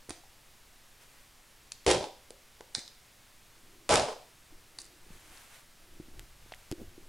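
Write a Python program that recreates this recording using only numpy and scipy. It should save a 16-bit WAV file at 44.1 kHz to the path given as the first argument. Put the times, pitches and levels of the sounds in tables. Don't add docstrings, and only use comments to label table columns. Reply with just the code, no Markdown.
import sys
import numpy as np
from scipy import signal
from scipy.fft import rfft, irfft, next_fast_len
from scipy.io import wavfile
from scipy.ndimage import uniform_filter1d

SR = 44100
rng = np.random.default_rng(int(sys.argv[2]) if len(sys.argv) > 2 else 0)


def dump(signal):
    limited = np.clip(np.atleast_2d(signal).T, -1, 1)
    pcm = np.round(limited * 32767).astype(np.int16)
    wavfile.write(sys.argv[1], SR, pcm)


N = 312613
TIME = np.arange(N) / SR


def amp(db):
    return 10 ** (np.asarray(db) / 20)


def unit(x):
    return x / np.sqrt(np.mean(x ** 2) + 1e-20)


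def read(table, hz):
    f, value = np.transpose(table)
    return np.interp(np.log(hz + 1), np.log(f + 1), value)


def add(mix, s, sound):
    part = mix[..., max(round(s * SR), 0):][..., :sound.shape[-1]]
    part += sound[..., :part.shape[-1]]


def swell(s, rise, fall):
    return np.exp(-((TIME - s) / np.where(TIME < s, rise, fall)) ** 2)


# f/Hz, likeness (0 to 1)
USUAL_LIKENESS = [(50, .998), (130, .98), (500, .92), (1500, .78), (10000, .8)]

def coloured(pair, db_at, likeness=USUAL_LIKENESS):
    hz = abs(np.fft.fftfreq(pair.shape[1], 1 / SR))
    alike = np.clip(read(likeness, hz), 0, 1)
    log_gain = np.log(amp(db_at(hz)) + 1e-5)
    response = np.exp(np.conj(signal.hilbert(log_gain)))
    mid, side = np.fft.ifft(np.fft.fft(pair) * response * np.sqrt([1 + alike, 1 - alike])).real
    return np.array([mid + side, mid - side])


def noise(colour, likeness=USUAL_LIKENESS, grain_db=0):
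    shape = (2, next_fast_len(N))
    grains = rng.standard_normal(shape) * amp(grain_db * np.minimum(rng.exponential(1, shape), 6))
    return unit(coloured(grains, lambda hz: read(colour, hz), likeness)[:, :N])


# f/Hz, level/dB
HISS_COLOUR = [(20, 4), (35, -5), (60, -8), (100, -12.5), (160, -14.5), (300, -16), (510, -16), (2100, -17),
               (5000, -20), (10000, -23), (14500, -27), (15800, -30.5)]
# f/Hz, likeness (0 to 1)
HISS_LIKENESS = [(50, 1), (200, 0.98), (600, 0.64), (2000, 0.92), (5000, 1), (12000, 1)]
# f/Hz, level/dB
HUM_TONES = [(60, -77), (120, -74), (240, -82)]

def hiss_and_hum():
    hum = sum(amp(db) * np.sin(2 * np.pi * hz * TIME) for hz, db in HUM_TONES)
    return amp(-58.5) * noise(HISS_COLOUR, HISS_LIKENESS) + hum


# peak t/s, length/s, rumble level/dB, rubbing level/dB
GRIP_SHIFTS = [(3.8, 0.58, -71, -66.5), (4.55, .1, -52.5, -69), (4.85, 0.38, -70, -67),
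               (5.126, 0.11, -48.5, -63), (5.31, 0.13, -54.5, -64), (5.97, .28, -52.5, -64),
               (6.19, 0.15, -46.5, -62.5), (6.453, 0.43, -52.5, -79), (6.809, .05, -48, -46),
               (6.87, .12, -46.5, -64), (7.02, .14, -53, -62.5)]
# f/Hz, level/dB
RUMBLE_COLOUR = [(6, -22), (11, 16), (25, 1), (49, -5), (97, -10.5), (200, -21), (260, -60), (440, -120)]
RUBBING_COLOUR = [(100, -2), (230, -2), (350, 8.5), (450, -5.5), (650, -8), (1500, -32)]

def grip():
    rumble, rubbing = amp(-74.5), 0
    for s, length, rumble_db, rubbing_db in GRIP_SHIFTS:
        shift = swell(s, length / 2, length / 2)
        rumble += amp(rumble_db) * shift
        rubbing += amp(rubbing_db) * shift
    return rumble * noise(RUMBLE_COLOUR) + rubbing * noise(RUBBING_COLOUR)


def flex(hz, decay, rise=0.00044):
    t = np.arange(SR // 5) / SR
    return np.sin(2 * np.pi * hz * t) * np.exp(-t / decay) * (1 - np.exp(-t / rise))


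# t/s, level/dB, f/Hz, fade time/s
SETTLING_KNOCKS = [(0.0896, -29, 383, .0013), (.095, -40.5, 78, .014), (.105, -33, 308, 0.0055),
                   (.1068, -35, 706, .0021), (.236, -49.5, 780, .005), (2.306, -32.5, 488, 0.0019),
                   (2.3212, -46, 520, .002), (2.6069, -34.5, 447, .0022), (2.608, -38, 935, 0.0027),
                   (2.772, -38.5, 140, .0042), (2.782, -34, 270, .0028)]

def panel_knocks():
    out = np.zeros((2, N))
    for s, db, hz, decay in SETTLING_KNOCKS:
        add(out, s, amp(db) * flex(hz, decay))
    return out


# f/Hz, likeness (0 to 1)
SNAP_LIKENESS = [(500, .95), (2000, 0.96), (10000, 0.98)]

def snap(decay, db_at, size=2048):
    fade = np.exp(-np.arange(size) / SR / decay)
    spectrum = rfft(rng.standard_normal((2, size)) * fade)
    burst = irfft(spectrum / np.sqrt(abs(spectrum) + 1e-12)) * np.sqrt(fade)
    return unit(coloured(burst, db_at, SNAP_LIKENESS)) * np.sqrt(np.mean(fade ** 2))


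def tick(db, hz, spread, decay, body):
    def db_at(f):
        octaves_away = np.log2((f + 1) / hz)
        return read(body, f) - 10 * np.log10(1 + (octaves_away / spread) ** 4)
    return amp(db) * snap(decay, db_at)


# t/s, level/dB, f/Hz, spread/octaves, fade time/s, left over right/dB, echo level/dB
PANEL_TICKS = [(.0938, -37, 5000, 2.4, 0.0039, -4, -3.5), (.0955, -36.5, 9300, 0.099, .0024, -5, -5.5),
               (0.1057, -32, 2500, 2.4, 0.0023, -5, -7.5), (1.7197, -29, 4900, 0.93, .002, 2, -12.5),
               (1.8470, -52, 4500, 0.6, .002, 0, -12), (2.3055, -40.5, 6000, 1.4, 0.0025, 2, -17),
               (2.6083, -39.5, 1490, 1.6, .0014, 0, -16), (2.7462, -40, 9400, .34, .0024, -4, 6),
               (2.7497, -20, 4200, 0.23, .0014, -4.5, -10.5), (2.7500, -24, 6400, .45, 0.00098, -6, -8),
               (2.7505, -31, 1280, 1.36, 0.00073, -5, 0), (2.7908, -38.5, 4600, 0.66, .0039, 2, -17),
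               (2.8779, -40, 4600, 0.35, 0.0025, 0, -10), (4.7865, -35, 4040, 2, .0027, 2, -7),
               (4.7875, -34.5, 4400, 0.29, .0021, 2, -13), (4.8010, -45, 7000, 0.79, 0.011, 0, -13),
               (4.8172, -39.5, 6960, 0.45, .0024, 0, -18), (4.844, -46, 6500, .8, .0012, 0, -12),
               (4.8535, -44.5, 7000, .8, .001, 0, -15), (4.8640, -47, 7000, .8, .001, 0, -15),
               (5.3738, -45, 4940, 0.3, .0012, 0, -14)]
# f/Hz, level/dB
PANEL_COLOUR = [(1000, 3), (2200, 2.5), (3100, -4.5), (3750, 0), (4900, 1), (5400, -1), (6000, -0.5),
                (6600, 0.5), (7300, -0.5), (8200, 3.5), (8800, -2), (9300, 4), (10000, -0.5), (11000, -3)]

def panel_ticks():
    direct, to_room = np.zeros((2, 2, N))
    for s, db, hz, spread, decay, pan_db, room_db in PANEL_TICKS:
        sound = amp([[pan_db / 2], [-pan_db / 2]]) * tick(db, hz, spread, decay, PANEL_COLOUR)
        add(direct, s, sound)
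        add(to_room, s, amp(room_db) * sound)
    return direct, to_room


# f/Hz, level/dB
ECHO_COLOUR = [(60, -13), (220, -10.5), (400, -1.5), (750, 4.5), (1300, 2), (2100, 1), (2700, 3), (3500, 2),
               (4300, 1), (5100, 2), (5700, 1), (6300, 1.5), (8000, 1), (11000, -2)]
# f/Hz, time to fade by 60 dB/s
ECHO_FADE = [(80, 0.3), (250, .34), (600, 0.4), (1200, 0.21), (2500, 0.38), (5000, 0.46), (8000, 0.32),
             (11000, 0.17)]

def room(sound, onset_s=0.0013):
    reflections = coloured(rng.standard_normal((2, SR)), lambda f: read(ECHO_COLOUR, f))
    hz, t, bands = signal.stft(reflections, SR, nperseg=256)
    tail = signal.istft(bands * amp(-60 * t / read(ECHO_FADE, hz)[:, None]), SR)[1]
    tail *= 1 - np.exp(-(np.arange(tail.shape[1]) / SR / onset_s) ** 2)
    return signal.fftconvolve(sound.mean(0)[None], tail / np.linalg.norm(tail[0]), axes=1)[:, :N]


# peak t/s, level/dB, rise/s, fall/s
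SLEEVE_STROKES = [(1.025, -60, .018, .03), (1.17, -64.5, .12, .12), (5.14, -62, .08, .08),
                  (5.38, -56, .17, .13), (5.55, -57.5, 0.046, 0.07), (6.2, -69, 0.08, .12),
                  (6.52, -64.5, 0.12, 0.32)]
# f/Hz, level/dB
CLOTH_COLOUR = [(200, -10), (700, 2), (1400, 4), (2500, 3), (5000, -3.5), (9000, -2), (11500, -5),
                (16000, -15)]

def sleeve():
    strokes = sum(amp(db) * swell(s, rise, fall) for s, db, rise, fall in SLEEVE_STROKES)
    return strokes * noise(CLOTH_COLOUR, grain_db=2.5)


# t/s, push until the glass gives/s, shudder level/dB, crunch level/dB,
# thud level/dB, shudder's fade/(dB per s), wait until the panel springs back/s
SCREWDRIVER_STABS = [(1.864, 0.047, -25.5, -29.5, -35, 192, 0.17),
                     (3.891, 0.054, -25, -28.5, -35.5, 137, 0.2)]
# f/Hz, level/dB
FIRST_SHUDDER_COLOUR = [(120, -29), (230, -20), (310, -2), (380, 2), (500, -1.5), (650, -2.5), (770, -10),
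                        (930, -7), (1150, -15.5), (2000, -51), (4000, -85)]
SECOND_SHUDDER_COLOUR = [(120, -28), (230, -13), (310, -12), (410, -3), (500, -3), (570, -2.5), (690, 0.5),
                         (820, -5.5), (960, -3.5), (1300, -12), (2000, -26), (4000, -53)]
# f/Hz, level/dB
GLASS_COLOUR = [(100, -26), (600, -24), (1300, 2.5), (2000, 1), (2700, 2), (3600, 1), (5000, 1), (6500, -3),
                (8000, -3.5), (9500, -6), (11000, -8)]
FLOOR_COLOUR = [(20, -18), (45, -13), (66, 2.5), (100, -2.5), (145, 3), (200, -6), (300, -13.5), (600, -40)]

def stab(s, push, shudder_db, crunch_db, thud_db, fall, spring_back, shudder_colour):
    t = np.maximum(TIME - s, 0)
    before, after = np.maximum(push - t, 0), np.maximum(t - push, 0)
    shudder_growth, crunch_growth, crunch_fall = 47, 67, fall + 22
    rebound = swell(s + spring_back, rise=0.022, fall=0.044)
    shudder_shape = np.hypot(amp(-shudder_growth * before - fall * after), amp(-16.5) * rebound)
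    crunch_shape = np.hypot(amp(-crunch_growth * before - crunch_fall * after), amp(-21.5) * rebound)
    shudder = amp(shudder_db) * shudder_shape * noise(shudder_colour)
    jitter = unit(uniform_filter1d(rng.standard_normal(N), 130))
    bunches = unit(amp(1.7 * jitter))
    crunch = amp(crunch_db) * crunch_shape * bunches * noise(GLASS_COLOUR, grain_db=2.5)
    rise_s, hold_s, sag_db_per_s, release_db_per_s = 0.016, 0.15, 73, 500
    weight = amp(thud_db - sag_db_per_s * t - release_db_per_s * np.maximum(t - hold_s, 0))
    thud = np.minimum(t / rise_s, 1) * weight * noise(FLOOR_COLOUR)
    return (TIME >= s) * (shudder + crunch + thud)


def crack(db, hard_db=-24, dull_above_hz=5600):
    weakness_db = max(hard_db - db, 0)
    dulling = 0.38 * weakness_db
    decay = 0.0013 * 2 ** (weakness_db / 13)
    def db_at(f):
        return read(GLASS_COLOUR, f) - dulling * np.log2(np.maximum(f / dull_above_hz, 1))
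    return amp(db) * snap(decay, db_at)


# t/s, crack level/dB, bend level/dB, bend f/Hz
TIP_HITS = [(1.8650, -19, -15.5, 523), (1.8795, -28, -9.5, 470), (1.9030, -24, -23, 650),
            (1.9118, -17, -29, 796), (1.9142, -18, -40, 590), (1.9490, -40, -19.5, 494),
            (1.9712, -40, -31, 403), (2.0090, -45, -23.5, 604), (2.0280, -43, -33, 850),
            (2.0410, -38, -27.5, 840), (3.8920, -22.5, -21, 675), (3.9060, -41, -14.5, 620),
            (3.9228, -26, -21, 657), (3.9402, -16.5, -19.5, 685), (3.9570, -14.5, -32, 754),
            (3.9770, -33, -16, 650), (3.9960, -29, -29, 650), (4.0365, -44, -24, 560),
            (4.0845, -42, -27, 715)]
# f/Hz, level/dB, time to fade by 60 dB/s
RINGING_TONES = [(138, -14, 0.26), (304, -18, 0.16), (386, 4.5, 0.18), (471, -3, 0.24), (501, -3.5, 0.38),
                 (594, -4.5, 0.46), (642, -2, 0.43), (720, -19, 0.38), (779, 1.5, 0.37), (826, -8.5, .4),
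                 (970, -6, 0.47), (1045, -11, 0.45), (1140, -15, 0.21), (1220, -18, .4), (1710, -15, .2),
                 (3520, -11, 0.37), (5060, -13, .42)]

def tip_hits():
    out, pushes = np.zeros((2, N)), np.zeros(N)
    for s, crack_db, bend_db, hz in TIP_HITS:
        add(out, s, crack(crack_db))
        add(out, s, amp(bend_db) * flex(hz, decay=0.003, rise=0.0005))
        add(pushes, s, amp([bend_db]))
    t = np.arange(SR // 2) / SR
    ring = sum(amp(db - 60 * t / fade) * np.sin(2 * np.pi * hz * t) for hz, db, fade in RINGING_TONES)
    ring *= 1 - np.exp(-t / 0.0072)
    return out + amp(-28.5) * signal.fftconvolve(pushes, ring)[:N]


# t/s, level/dB, f/Hz, fade time/s
FINGER_BUMPS = [(4.352, -54, 200, 0.0021), (4.523, -51.5, 315, .015), (5.065, -48, 352, .0039),
                (5.105, -38, 187, 0.0033), (5.999, -38, 160, 0.0046), (6.0, -34.5, 322, 0.0068),
                (6.083, -43, 278, .004), (6.461, -42, 304, .0017), (6.5213, -30, 680, .0016),
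                (6.714, -24, 108, 0.0027), (6.7156, -29.5, 360, 0.0042), (6.7254, -26, 324, 0.0074),
                (6.8174, -26.5, 240, 0.0017), (6.979, -38.5, 330, .0049)]

def finger_bumps():
    out = np.zeros((2, N))
    for s, db, hz, decay in FINGER_BUMPS:
        add(out, s, amp(db) * flex(hz, decay))
    return out


# t/s, level/dB, f/Hz, spread/octaves, fade time/s
CASE_CLICKS = [(6.1947, -32, 5000, 2.8, 0.00052), (6.5210, -38.5, 1600, 1.1, .001),
               (6.5240, -41, 3400, 0.34, 0.002), (6.5373, -36.5, 2480, 0.43, 0.0015),
               (6.5468, -45, 7000, 1.2, .001), (6.7143, -32, 3000, 2, 0.0015),
               (6.723, -38.5, 2800, 1.1, 0.0022)]
# f/Hz, level/dB
CASE_COLOUR = [(700, 3), (1300, 0), (2000, 3.5), (2400, 0), (3000, 2.5), (3800, -3), (4600, 0),
               (6000, -2.5), (9000, -1.5), (12000, -7), (16000, -14)]

def case_clicks():
    out = np.zeros(N)
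    for s, db, hz, spread, decay in CASE_CLICKS:
        add(out, s, tick(db, hz, spread, decay, CASE_COLOUR).mean(0))
    return out


def scene():
    first, second = SCREWDRIVER_STABS
    stabs = tip_hits() + stab(*first, FIRST_SHUDDER_COLOUR) + stab(*second, SECOND_SHUDDER_COLOUR)
    ticks, ticks_to_room = panel_ticks()
    knocks, bumps = panel_knocks(), finger_bumps()
    echo = room(amp(-9) * stabs + ticks_to_room + amp(-8) * knocks + amp(-13) * bumps)
    impacts = amp(2) * stabs + ticks + knocks + bumps + echo
    treble_cut = signal.ellip(8, 0.3, 55, 11000, fs=SR, output="sos")
    impacts = signal.sosfilt(treble_cut, impacts) * amp([[-0.2], [0.2]])
    return impacts + case_clicks() + sleeve() + grip() + hiss_and_hum()


def record(dry):
    ceiling, top_hz = 0.42, 15900
    rounded = dry / (1 + (dry / ceiling) ** 6) ** (1 / 6)
    treble_cut = signal.firwin(511, top_hz, window=("kaiser", 9), fs=SR)
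    return signal.oaconvolve(rounded, treble_cut[None], "same")


dry = scene()
out = record(dry)
dump(out)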